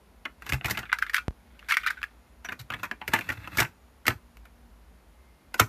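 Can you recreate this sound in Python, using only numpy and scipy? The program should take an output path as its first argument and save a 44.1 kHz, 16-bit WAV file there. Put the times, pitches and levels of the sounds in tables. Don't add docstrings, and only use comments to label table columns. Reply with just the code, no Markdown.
import sys
import numpy as np
from scipy import signal
from scipy.fft import rfft, irfft
from scipy.io import wavfile
from scipy.ndimage import uniform_filter1d

SR = 44100
rng = np.random.default_rng(int(sys.argv[2]) if len(sys.argv) > 2 else 0)


def invert_db(x):
    u = np.asarray(x, float) / 20
    return 10 ** u


def dump_mix(stems):
    frames = np.atleast_2d(stems).T
    limited = np.clip(frames, -1, 1)
    pcm = np.round(limited * 32767).astype(np.int16)
    wavfile.write(sys.argv[1], SR, pcm)


N = 250488
IN_HAND_S = 0.85, 2.2
SPAN = 8192
LEAD = 512


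def colour(x, points):
    hz, db = np.transpose(points)
    f = np.maximum(np.arange(2049) * SR / 4096, 1)
    log_gain = np.log(invert_db(np.interp(np.log(f), np.log(hz), db)))
    ceps = irfft(log_gain)
    ceps[1:2048] *= 2
    ceps[2049:] = 0
    response = irfft(np.exp(rfft(ceps)))
    return signal.fftconvolve(x, response)[:len(x)]


def level(x, db):
    return x * invert_db(db) / np.sqrt(np.mean(x ** 2))


def peak(x, db, hold_s):
    return x * invert_db(db) / np.sqrt(uniform_filter1d(x ** 2, int(hold_s * SR)).max())


def ring(modes, scatter_db, detune, snap=0, count=3):
    hz, db, t60 = np.repeat(modes, count, axis=0).T[:, :, None]
    t = np.arange(SPAN // 2) / SR
    pitch, strength, sign = rng.standard_normal((3, len(hz), 1))
    waves = np.sin(2 * np.pi * hz * (1 + detune * pitch) * t)
    waves = waves * np.exp(-np.log(1000) * t / t60)
    total = (np.sign(sign) * invert_db(db + scatter_db * strength) * waves).sum(axis=0)
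    return total * (1 + snap * np.exp(-t / 0.0015))


def chatter(size, per_s, spread_db):
    touch, sign, big = rng.random((3, size))
    strength = invert_db(-spread_db * np.log(1 - big))
    return (touch < per_s / SR) * np.sign(sign - 0.5) * strength


def add(out, s, x):
    i = int(s * SR)
    out[i:i + len(x)] += x[:len(out) - i]


def radiate(x, low_hz):
    return signal.sosfilt(signal.butter(4, low_hz, "high", fs=SR, output="sos"), x)


# f/Hz, level per Hz on the recorder/dB, level per Hz on the cassette/dB
EDGE_TREBLE = [(1200, -35, -61), (2830, 4, -6.5), (4555, 5.5, 4.5), (6940, 2.5, -5.5), (9060, -2, -8),
               (12060, 2, -2), (12660, 6, -14), (14200, 3.5, -2)]


def edge(held):
    return np.array(EDGE_TREBLE)[:, [0, 2 if held else 1]]


# f/Hz, relative level/dB, time to fall by 60 dB/s
RECORDER_MODES = [(724, -9, 0.053), (952.5, -6.5, 0.076), (1342.7, -3, 0.072), (1610, -2, 0.077),
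                  (1830, -4.5, 0.073), (2090, -1, 0.057), (2344, -11.5, 0.12), (2632, 0.5, 0.034),
                  (3165, -32, .03), (3330, -9, 0.02), (4200, -14.5, 0.011)]
# f/Hz, relative level/dB, time to fall by 60 dB/s
CASSETTE_MODES = [(946, -25, 0.035), (1238, -10, 0.027), (1430, 0, 0.06), (1660, -6, 0.045),
                  (1846, -5, 0.03), (2190, -3, 0.073), (2580, -11, 0.072), (2780, -17, 0.042),
                  (3370, -9, 0.033)]
# t/s, level/dB, f/Hz of the leading ring (varies a little),
# treble crack over the ring/dB, time scale of the chatter/ms (it stops after 2.5 of these)
PLASTIC_KNOCKS = [(0.254, -26, 2500, -22.5, 2.7), (0.422, -36, 1330, -12.5, 2.26),
                  (0.46, -36.5, 1285, -2, 12), (0.492, -28.5, 1580, -5, 4.8), (0.523, -20, 2150, -9.5, 2),
                  (0.532, -24.5, 1490, -7.5, 8.6), (0.612, -33, 1890, -37, 0.99),
                  (0.646, -25, 1630, -10, 2.46), (0.657, -25, 2190, -5, 7), (0.682, -29.5, 1433, -10.5, 11),
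                  (0.698, -32.5, 1650, 2, 4.2), (0.708, -23, 2040, 0.5, 3.6), (0.75, -34, 2400, -35, 2.4),
                  (0.774, -25.5, 2170, -11.5, 3.2), (0.789, -31.5, 1400, -4, 4),
                  (0.83, -35.5, 1430, -32, 3.3), (0.855, -37.5, 1500, -48, 3.9),
                  (0.893, -31.5, 1760, -39, 4.8), (0.919, -28.5, 1610, -45, 0.65),
                  (0.929, -12.5, 1426, -21, 1.7), (0.94, -36, 1850, -12.5, 3.1),
                  (0.987, -27, 1720, -10.5, 1.9), (1.019, -32, 1390, -16.5, 9.5),
                  (1.025, -14.5, 1550, -21, 1.28), (1.066, -31.5, 1800, -17, 1.2),
                  (1.097, -26.5, 1820, -15, 2.3), (1.134, -28.5, 1710, -10, 9.4),
                  (1.145, -14, 1990, -10.5, 0.81), (1.154, -26.5, 1710, -7, 5.2),
                  (1.165, -18.5, 1680, -12.5, 2), (1.181, -21, 1540, -18, 3.1),
                  (1.593, -44.5, 2684, -10, 3), (1.628, -42, 1660, -45, 0.88), (1.686, -27, 1514, -9, 25),
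                  (1.7, -26, 2430, -6.5, 2.5), (1.71, -17.5, 1830, -16, 2),
                  (1.721, -15.5, 1600, -13.5, 2.5), (1.74, -22.5, 1343, -13.5, 3.9),
                  (1.77, -12.5, 1760, -14, 0.87), (1.833, -32.5, 1390, -20, 12.6),
                  (1.864, -17.5, 1630, -16, 1.1), (1.87, -19, 1860, -12.5, 5.4),
                  (1.884, -25, 1610, -42, 2.4), (1.903, -21.5, 1600, -15, 3.4),
                  (1.97, -38.5, 1560, -45, 10), (2.018, -35, 1660, -20, 0.51),
                  (2.031, -22.5, 1680, -17, 0.58), (2.04, -23.5, 1700, -21, 0.99),
                  (2.446, -34, 1620, -15, 7.5), (2.449, -38.5, 5820, -17, 5.7),
                  (2.488, -28.5, 1680, -20, 3.1), (2.52, -27.5, 1560, -17.5, 4.1),
                  (2.591, -43, 4000, 0.5, 10.6), (2.703, -26.5, 1470, -18, 2.7),
                  (2.721, -31.5, 1200, -20, 2.9), (2.738, -27, 1670, -18.5, 2.8),
                  (2.832, -25.5, 1275, -12.5, 9.1), (2.913, -24, 1695, -24, 2.94),
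                  (3.015, -31, 1460, -27.5, 3.9), (3.079, -23, 2090, -6, 2.36),
                  (3.136, -13.5, 1296, -9.5, 3.2), (3.149, -24, 2007, -16.5, 14.5),
                  (3.189, -25.5, 1870, -13.5, 2), (3.208, -30.5, 2280, -13, 5.7),
                  (3.29, -22.5, 1460, -15, 2.25), (3.301, -24.5, 2030, -18.5, 4),
                  (3.318, -34.5, 1403, -9, 7.8), (3.443, -42.5, 960, -21, 6.7),
                  (3.475, -30.5, 1404, -16, 2.9), (3.572, -26, 1450, 1, 6.6), (3.584, -15, 2170, -9, 7.2),
                  (3.602, -17, 2090, -1, 3.5), (3.618, -19, 1516, -16, 4.5), (3.63, -29, 2690, -4.5, 1.7),
                  (3.648, -29.5, 1870, -15, 2.4), (4.055, -33, 1430, -13, 4.8),
                  (4.067, -21.5, 2220, -4.5, 2.9), (4.081, -11.5, 2110, -6.5, 1.18),
                  (4.102, -24.5, 1430, -29.5, 4), (4.371, -47, 2220, -5, 0.61),
                  (4.454, -49, 1870, -6.5, 3.1), (5.542, -27, 1460, -7, 3.2), (5.577, -50.5, 1330, 1, 12),
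                  (5.597, -9, 1500, -4.5, 3.3), (5.605, -20.5, 1300, -16, 5)]


def knocks():
    graze_db, graze_s = -27, 0.004
    out = np.zeros(N)
    t = np.arange(SPAN) / SR
    since = t - LEAD / SR
    graze = invert_db(graze_db) * np.exp(np.minimum(since, 0) / graze_s)
    for s, db, hz, crack_db, ms in PLASTIC_KNOCKS:
        held = IN_HAND_S[0] < s < IN_HAND_S[1]
        age = np.maximum(since, 0) * 1000 / ms
        fade = np.minimum(0.74 + age / 0.67, 1) * np.exp(-age / 1.58) * (age < 2.5)
        push = chatter(SPAN, 1500, 3.06) * np.where(since < 0, graze, fade)
        push[LEAD] = 2.5 / ms

        modes = CASSETTE_MODES if held else RECORDER_MODES
        shell = ring(modes, 1.2, 0.09, snap=2.0 / ms, count=12)
        panel = ring([(hz, 14, 0.02)], 0.91, 0.029, snap=2.76 / ms, count=3)
        body = signal.fftconvolve(push, shell + panel)[:SPAN]
        body = radiate(body, 1050 if held else 700)

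        decay = np.exp(-t / 0.00087) + 0.088 * np.exp(-t / 0.0039)
        energy = signal.fftconvolve(push ** 2, decay)[:SPAN]
        crack = colour(np.sqrt(np.abs(energy)) * rng.standard_normal(SPAN), edge(held))
        both = peak(body, db, 0.0014) + peak(crack, db + crack_db, 0.0018)
        add(out, s - 0.0008 - LEAD / SR, both)
    return out


# f/Hz, relative level/dB, time to fall by 60 dB/s
HOLLOW_MODES = [(224, -3, 0.14), (268.2, -3, 0.18), (348, -1.5, 0.14), (455.2, -1, 0.091),
                (589, -9.5, 0.013), (655, 4, 0.08), (802, -2.5, 0.11), (960, -9, 0.1)]


def booms():
    boom_db, boom_slope = -9, 1.213
    out = np.zeros(N)
    push = np.hanning(int(0.0012 * SR))
    for s, db, *_ in PLASTIC_KNOCKS:
        if not IN_HAND_S[0] < s < IN_HAND_S[1]:
            boom = np.convolve(ring(HOLLOW_MODES, 0.73, 0.1, count=4), push)
            add(out, s, peak(boom, boom_db + boom_slope * db, 0.0023))
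    return out


# f/Hz, relative level/dB, time to fall by 60 dB/s
BENCH_MODES = [(70, -7, 0.11), (118.6, -3, 0.15), (132.2, -8, 0.21)]
# t/s, level/dB
BENCH_THUDS = [(0.46, -51), (0.495, -44), (0.522, -24.5), (0.563, -38), (0.647, -27.5), (0.702, -39),
               (0.781, -37), (2.594, -39.5), (2.701, -44.5), (2.737, -42), (3.076, -37.5), (3.134, -42),
               (3.19, -57), (3.287, -35.5), (3.375, -41), (3.572, -33), (3.603, -29), (4.082, -27),
               (4.149, -39.5), (5.597, -23)]


def thuds():
    out = np.zeros(N)
    push = np.hanning(int(0.0069 * SR))
    for s, db in BENCH_THUDS:
        board = np.convolve(ring(BENCH_MODES, 2.7, 0.1, count=4), push)
        add(out, s, peak(board, db, 0.0091))
    return out


# t/s, level/dB
SLIDE_LEVELS = [(.4, -69), (.48, -44), (.63, -62), (.68, -38), (.87, -57.5), (1.16, -55), (1.299, -88),
                (1.551, -65.5), (1.82, -46.5), (2.1, -69), (2.42, -89), (2.5, -55.5), (2.65, -80),
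                (2.8, -51), (2.969, -78), (3.14, -42.5), (3.3, -50), (3.5, -54), (3.56, -39), (3.76, -77)]


def slide():
    uneven_db, uneven_s = 4, 0.013
    rumble_db = -6
    grit_recorder_db, grit_hand_db = -10.5, -13.5
    t = np.arange(N) / SR
    s, db = np.transpose(SLIDE_LEVELS)
    on = (t > s[0]) * (t < s[-1])
    held = (t > IN_HAND_S[0]) & (t < IN_HAND_S[1])
    friction = level(uniform_filter1d(rng.standard_normal(N), int(uneven_s * SR)), 0)
    slips = chatter(N, 2500, 1.8) * invert_db(uneven_db * friction)

    tones = []
    for modes in (RECORDER_MODES, CASSETTE_MODES):
        outline = [(300, -30), *np.array(modes)[:, :2], (7000, -40)]
        tones.append(level(colour(slips, outline), 0))
    recorder, cassette = tones
    rumble = colour(slips, [(40, -8), (80, 0), (200, -4), (500, -13.5), (1000, -40.5)])
    shell = np.where(held, cassette, recorder + level(rumble, rumble_db))
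    grit = level(colour(slips + 0.8 * rng.standard_normal(N), edge(False)), 0)
    grit = grit * invert_db(np.where(held, grit_hand_db, grit_recorder_db))
    return on * invert_db(np.interp(t, s, db)) * (shell + grit)


# t/s, level/dB
PRESSURE_STEPS = [(1.2819, -12.9), (1.3081, -33)]


def pops():
    step = np.zeros(N)
    for s, db in PRESSURE_STEPS:
        step[int(s * SR):] += invert_db(db)
    return signal.lfilter([0.3], [1, -0.7], step)


# f/Hz, relative level per Hz/dB
ROOM_TONE = [(80, -14.5), (150, -0.5), (240, -1.5), (320, -4), (900, -7), (2000, -14), (3200, -19),
             (5000, -22.5), (8300, -28.5), (10000, -22.5), (14000, -26)]
# f/Hz, level/dB, width of each of two filter passes/Hz
ROOM_HUMS = [(53.8, -54, 20), (188.5, -74, 5.3), (236.8, -71.5, 4.1), (2100, -82, 3.3), (6810, -87.5, 3.7)]


def room():
    tone = [(20, 5), (40, 4), (60, -7)] + list(ROOM_TONE)
    out = level(colour(rng.standard_normal(N), tone), -60.5)
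    for hz, db, width in ROOM_HUMS:
        b, a = signal.iirpeak(hz, hz / width, SR)
        once = signal.lfilter(b, a, rng.standard_normal(N))
        out = out + level(signal.lfilter(b, a, once), db)
    return out


def walls(x, t60, wet_db):
    t = np.arange(int(0.4 * SR)) / SR
    tail = rng.standard_normal(len(t)) * np.exp(-np.log(1000) * t / t60) * (t > 0.004)
    tail = colour(tail, [(200, 19.5), (2000, -6.5), (6000, 1.0), (14000, -0.5)])
    tail = tail / np.sqrt(np.sum(tail ** 2))
    return x + invert_db(wet_db) * signal.fftconvolve(x, tail)[:N]


def scene():
    plastic = walls(knocks() + slide(), t60=0.17, wet_db=-10.0)
    low = booms() + thuds()
    return (plastic + low + pops() + room())[None]


def band_limit(x):
    return signal.sosfilt(signal.butter(12, 15620, fs=SR, output="sos"), x)


def record(dry):
    low_cut = signal.butter(5, 52, "high", fs=SR, output="sos")
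    top_cut = signal.ellip(10, 0.3, 45, 14300, fs=SR, output="sos")
    mix = signal.sosfilt(top_cut, signal.sosfilt(low_cut, dry))
    return band_limit(mix)


dry = scene()
out = record(dry)
dump_mix(out)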